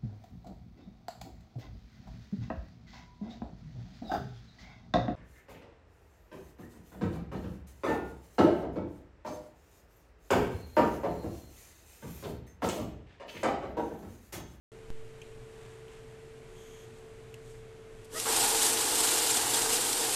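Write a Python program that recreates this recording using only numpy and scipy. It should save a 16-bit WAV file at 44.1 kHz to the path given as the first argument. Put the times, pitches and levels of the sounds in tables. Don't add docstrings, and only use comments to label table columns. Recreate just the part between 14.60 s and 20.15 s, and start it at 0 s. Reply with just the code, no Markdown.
import sys
import numpy as np
from scipy import signal
from scipy.fft import rfft, irfft
from scipy.io import wavfile
from scipy.ndimage import uniform_filter1d

SR = 44100
rng = np.random.default_rng(int(sys.argv[2]) if len(sys.argv) > 2 else 0)


def wrap_up_sound(samples):
    columns = np.atleast_2d(samples).T
    tamed = np.clip(columns, -1, 1)
    steps = np.round(tamed * 32767).astype(np.int16)
    wavfile.write(sys.argv[1], SR, steps)


N = 244755
TIME = np.arange(N) / SR
HZ = np.fft.rfftfreq(N, 1 / SR)
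START_S, MOTOR_S, CATCH_S = 0.118, 3.497, 3.657
OVERSHOOT_S = 0.074


def amp(db):
    return 10 ** (np.asarray(db) / 20)


def unit(x):
    return x / np.sqrt(np.mean(x ** 2) + 1e-20)


def shape(points):
    hz, db = np.transpose(points)
    return amp(np.interp(np.log(HZ + 1), np.log(hz + 1), db))


def modes(rows):
    return sum(amp(db) * 1j * HZ * width / (hz ** 2 - HZ ** 2 + 1j * HZ * width)
               for hz, width, db in rows)


def humps(rows):
    return sum(amp(db) * np.exp(-(2 * (HZ - hz) / width) ** 2) for hz, width, db in rows)


def colour(x, response):
    return irfft(rfft(x) * response, N)


def noise(response):
    return unit(colour(rng.standard_normal(N), response))


def wander(rate_hz):
    return noise(np.exp(-(HZ / rate_hz) ** 2))


def tone(hz, drift, drift_hz):
    turns = np.cumsum(hz * (1 + drift * wander(drift_hz))) / SR
    return np.sqrt(2) * np.sin(2 * np.pi * turns)


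def crackle(per_s, spread_db):
    size = amp(spread_db * np.minimum(rng.exponential(1, N), 4))
    return unit(size * rng.choice([-1, 1], N) * (rng.random(N) < per_s / SR))


def burst(start_s, decay_s):
    return (TIME >= start_s) * np.exp(-abs(TIME - start_s) / decay_s)


def swell(start_s, end_s, rise_s, fall_s):
    early = np.minimum(TIME - start_s, 0) / rise_s
    late = np.maximum(TIME - end_s, 0) / fall_s
    return np.exp(-early ** 2 - late ** 2)


# frequency in Hz, relative density in dB.
AIR_SPECTRUM = [(12, -8), (45, 3.5), (70, -0.5), (170, -5.5), (250, -3), (315, -8), (400, -1), (510, -7),
                (650, -9), (1000, -14), (2200, -15.5), (3200, -20.5), (5200, -27), (8000, -26),
                (11000, -33.5), (14000, -41)]
# centre in Hz, half width in Hz, level in dB.
HUM_BANDS = [(25.2, 5.1, -58.5), (102.8, 1.1, -65), (119.9, 2.5, -60.5), (124, 26, -59), (374, 7.5, -66.5),
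             (410, 35, -70)]
def room_tone(air_above_550_hz_db=-60, blade_hz=444, blade_db=-52.5):
    air = noise(shape(AIR_SPECTRUM))
    air *= amp(air_above_550_hz_db) / np.std(colour(air, HZ > 550))
    hum = sum(amp(db) * noise(np.exp(-((HZ - hz) / width) ** 2)) for hz, width, db in HUM_BANDS)
    blades = tone(blade_hz, drift=0.0014, drift_hz=7.3) * amp(blade_db + 0.5 * wander(20))
    return air + hum + blades


# frequency in Hz, relative density in dB.
WAD_SPECTRUM = [(300, -13), (1000, 2), (1900, -0.5), (3200, -2), (5000, -10), (7500, -3.5), (9000, -7),
                (11000, -15), (14000, -18)]
# peak time in seconds, half length in seconds, top gain in dB, body against top in dB.
WAD_FLEXES = [(.66, .08, -68.5, 3), (1.06, 0.11, -64, 4.5), (1.357, 0.047, -66, 7), (2.12, .18, -67, 1),
              (2.38, .03, -64, -5), (2.904, 0.058, -59.5, -9), (3.42, 0.071, -65, -5)]
def wad_rustle(held_db=-70, laid_s=2.7, body_below_hz=4000):
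    grains = unit(colour(crackle(per_s=6500, spread_db=4), shape(WAD_SPECTRUM)))
    body = colour(grains, 1 / (1 + (HZ / body_below_hz) ** 4))
    top = grains - body
    top_power = body_power = (amp(held_db) * swell(START_S, laid_s, rise_s=0.1, fall_s=0.05)) ** 2
    for peak_s, half_s, db, body_db in WAD_FLEXES:
        flex = np.exp(-((TIME - peak_s) / half_s) ** 2)
        top_power = top_power + amp(db) ** 2 * flex
        body_power = body_power + amp(db + body_db) ** 2 * flex
    return np.sqrt(top_power) * top + np.sqrt(body_power) * body


# frequency in Hz, relative density in dB.
PAPER_SPECTRUM = [(200, -8), (900, -12.5), (2000, -9.5), (2500, -7.5), (3050, -4.5), (4200, -4), (4900, -3),
                  (5500, -4.5), (6400, -4), (7400, 0), (8600, 1), (9700, -3.5), (11700, -7.5), (14000, -11)]
# centre in Hz, width in Hz, gain in dB.
CREASE_BANDS = [(2580, 820, 4), (3100, 490, 0), (6340, 600, -11)]
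# start in seconds, level in dB, decay in seconds, share of bright crack from 0 to 1.
CREASE_TICKS = [(.617, -45.5, 0.0062, 0.22), (1.282, -46, 0.00087, 0.1), (2.742, -41.5, 0.0023, 0.44),
                (3.446, -51.5, .004, 1), (3.454, -55, .004, 1)]
def crease_tick(start_s, db, decay_s, crack):
    fade = burst(start_s, decay_s)
    response = (1 - crack) * unit(humps(CREASE_BANDS)) + crack * unit(shape(PAPER_SPECTRUM))
    pop = colour(fade * rng.standard_normal(N), response)
    return amp(db) * pop * np.linalg.norm(fade) / np.linalg.norm(pop)


# resonance in Hz, width in Hz, gain in dB.
SLIDE_MODES = [(3250, 240, 2), (6500, 600, -2), (10900, 4000, -20)]
def hopper_slide(db=-62):
    stroke = swell(start_s=2.02, end_s=2.22, rise_s=0.092, fall_s=0.05)
    return amp(db) * stroke * noise(modes(SLIDE_MODES))


def motor_speed(settle_s=0.03):
    age = np.maximum(TIME - MOTOR_S, 0)
    rad_per_s = np.pi / OVERSHOOT_S
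    swing = np.cos(rad_per_s * age) + np.sin(rad_per_s * age) / (rad_per_s * settle_s)
    return 1 - np.exp(-age / settle_s) * swing


def drive_gain(empty_db, loaded_db, sag_db_per_s):
    feeding_db = loaded_db - sag_db_per_s * (TIME - CATCH_S)
    return motor_speed() * amp(np.where(TIME < CATCH_S, empty_db, feeding_db))


# harmonic number, relative level in dB.
TOOTH_HARMONICS = [(1, 0), (2, 2), (3, 0)]
def gear_whirr(tooth_hz=592, db=-44.5):
    turns = np.cumsum(tooth_hz * motor_speed() * (1 + 0.028 * wander(110))) / SR
    whirr = unit(sum(amp(k_db) * np.sin(2 * np.pi * k * turns) for k, k_db in TOOTH_HARMONICS))
    peak_s = MOTOR_S + OVERSHOOT_S
    return amp(db) * swell(peak_s, peak_s, rise_s=0.023, fall_s=0.017) * whirr


# frequency in Hz, relative density in dB.
RATTLE_SPECTRUM = [(300, -50), (560, -7), (800, -3.5), (1050, -2), (1250, -6.5), (1700, -8), (2200, -12.5),
                   (4000, -14), (9000, -40)]
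# resonance in Hz, width in Hz, gain in dB.
CASE_MODES = [(755, 44, -7.5), (769, 20, -1), (864, 13, 4), (960, 16, 0), (1276, 38, -2.5),
              (1431, 38, -1.5), (1585, 80, -7.5), (1773, 5.7, 0), (1654, 11, -3), (1946, 8.9, -13.5),
              (2800, 17, 1)]
def gear_rattle(ring_db=-4.5):
    knocks = crackle(per_s=2000, spread_db=2) * amp(1.05 * wander(57))
    rattle = unit(colour(knocks, shape(RATTLE_SPECTRUM)))
    ring = unit(colour(crackle(per_s=1200, spread_db=0.3), modes(CASE_MODES)))
    gain = drive_gain(empty_db=-51.5, loaded_db=-39, sag_db_per_s=1.5) * amp(wander(5.3))
    return gain * (rattle + amp(ring_db) * ring)


# frequency in Hz, relative density in dB.
HOUSING_SPECTRUM = [(60, -29), (130, -23), (190, -12), (240, -4), (330, -0.5), (420, -1.5), (510, 1),
                    (550, -15), (800, -55), (2000, -60)]
def motor_drone(whine_hz=450.2, whine_re_drone_db=-6.5):
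    whine = tone(whine_hz, drift=0.0058, drift_hz=15) * amp(whine_re_drone_db + 3.1 * wander(12))
    drone = noise(shape(HOUSING_SPECTRUM))
    return drive_gain(empty_db=-48, loaded_db=-42, sag_db_per_s=0.6) * (drone + whine)


def note_times(count=50, first_s=3.697, gap_s=0.03585, gap_growth_s=0.000103, slip_s=0.005):
    gaps = gap_s + gap_growth_s * np.arange(count)
    return first_s + np.cumsum(gaps) - gaps + slip_s * rng.standard_normal(count)


def flutter(x, depth_db=1.13):
    spectra = signal.stft(x, nperseg=512)[2]
    patches = uniform_filter1d(rng.standard_normal(spectra.shape), size=6, axis=0)
    patches = unit(uniform_filter1d(patches, size=4, axis=1))
    return signal.istft(spectra * amp(depth_db * patches), nperseg=512)[1][:N]


# time in seconds, gain in dB.
FEED_GAINS = [(3.66, -32), (3.71, -29), (3.82, -26.5), (3.92, -29), (4.04, -26), (4.14, -29), (4.34, -29.5),
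              (4.42, -27), (4.77, -28), (4.85, -31), (4.99, -28), (5.07, -32), (5.13, -27.5), (5.2, -30),
              (5.55, -30)]
# start in seconds, level in dB.
NOTE_SNAPS = [(3.599, -27), (3.763, -22), (4.019, -26), (4.066, -26), (4.208, -25), (4.316, -27),
              (4.355, -28), (4.404, -22.5), (4.771, -23), (4.813, -28), (5.33, -22.5)]
def note_feed(note_re_feed_db=-3, rub_re_feed_db=-1.5, spread_db=1.6, first_rub_db=-35.5):
    times = note_times()
    peaks = amp(note_re_feed_db + spread_db * rng.standard_normal(len(times)))
    note_power = sum(peak ** 2 * swell(s, s, rise_s=0.007, fall_s=0.017)
                     for s, peak in zip(times, peaks))
    feed = amp(np.interp(TIME, *np.transpose(FEED_GAINS)))
    feeding = feed * np.sqrt(amp(rub_re_feed_db) ** 2 + note_power)
    first_rub = amp(first_rub_db) * swell(3.597, CATCH_S, rise_s=0.052, fall_s=0.017)
    friction = amp(0.23 * wander(150)) * crackle(per_s=14000, spread_db=1.5)
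    swish = np.where(TIME < CATCH_S, first_rub, feeding) * friction
    snaps = sum(amp(db) * burst(s, decay_s=0.0051) for s, db in NOTE_SNAPS) * rng.standard_normal(N)
    return flutter(colour(swish + snaps, unit(shape(PAPER_SPECTRUM))))


def catch_clack(db=-44):
    return amp(db) * burst(CATCH_S, decay_s=0.029) * noise(shape(RATTLE_SPECTRUM))


# centre in Hz, width in Hz, gain in dB.
ROLLER_BANDS = [(737, 70, -4), (844, 118, 0), (934, 88, -4)]
def roller_growl(bite_s=3.795, bite_db=-37, steady_db=-45):
    bite = amp(bite_db) * swell(bite_s, bite_s, rise_s=0.05, fall_s=0.18)
    return (TIME > CATCH_S) * np.hypot(bite, amp(steady_db)) * noise(humps(ROLLER_BANDS))


def small_case(x, cutoff_hz=205):
    return colour(x, HZ ** 8 / (HZ ** 8 + cutoff_hz ** 8))


def walls(x, t60_s=0.27, wet_db=-13.5, delay_s=0.003):
    tail = rng.standard_normal(N) * amp(-60 * TIME / t60_s) * (TIME > delay_s)
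    return x + amp(wet_db) * signal.fftconvolve(x, tail / np.linalg.norm(tail))[:N]


def scene():
    room = room_tone()
    hand = wad_rustle() + hopper_slide() + sum(crease_tick(*row) for row in CREASE_TICKS)
    machine = gear_whirr() + gear_rattle() + motor_drone() + note_feed() + catch_clack() + roller_growl()
    return (room + walls(hand + small_case(machine)))[None]


def record(dry, pop_s=0.3035, pop_db=-31.5, swing_hz=0.91, cutoff_hz=13950):
    pop = amp(pop_db) * burst(pop_s, decay_s=0.14) * np.cos(2 * np.pi * swing_hz * (TIME - pop_s))
    live = dry * (TIME >= START_S) + pop
    lowpass = signal.firwin(511, cutoff_hz, window=("kaiser", 9), fs=SR)
    return signal.oaconvolve(live, lowpass[None], "same")


dry = scene()
out = record(dry)
wrap_up_sound(out)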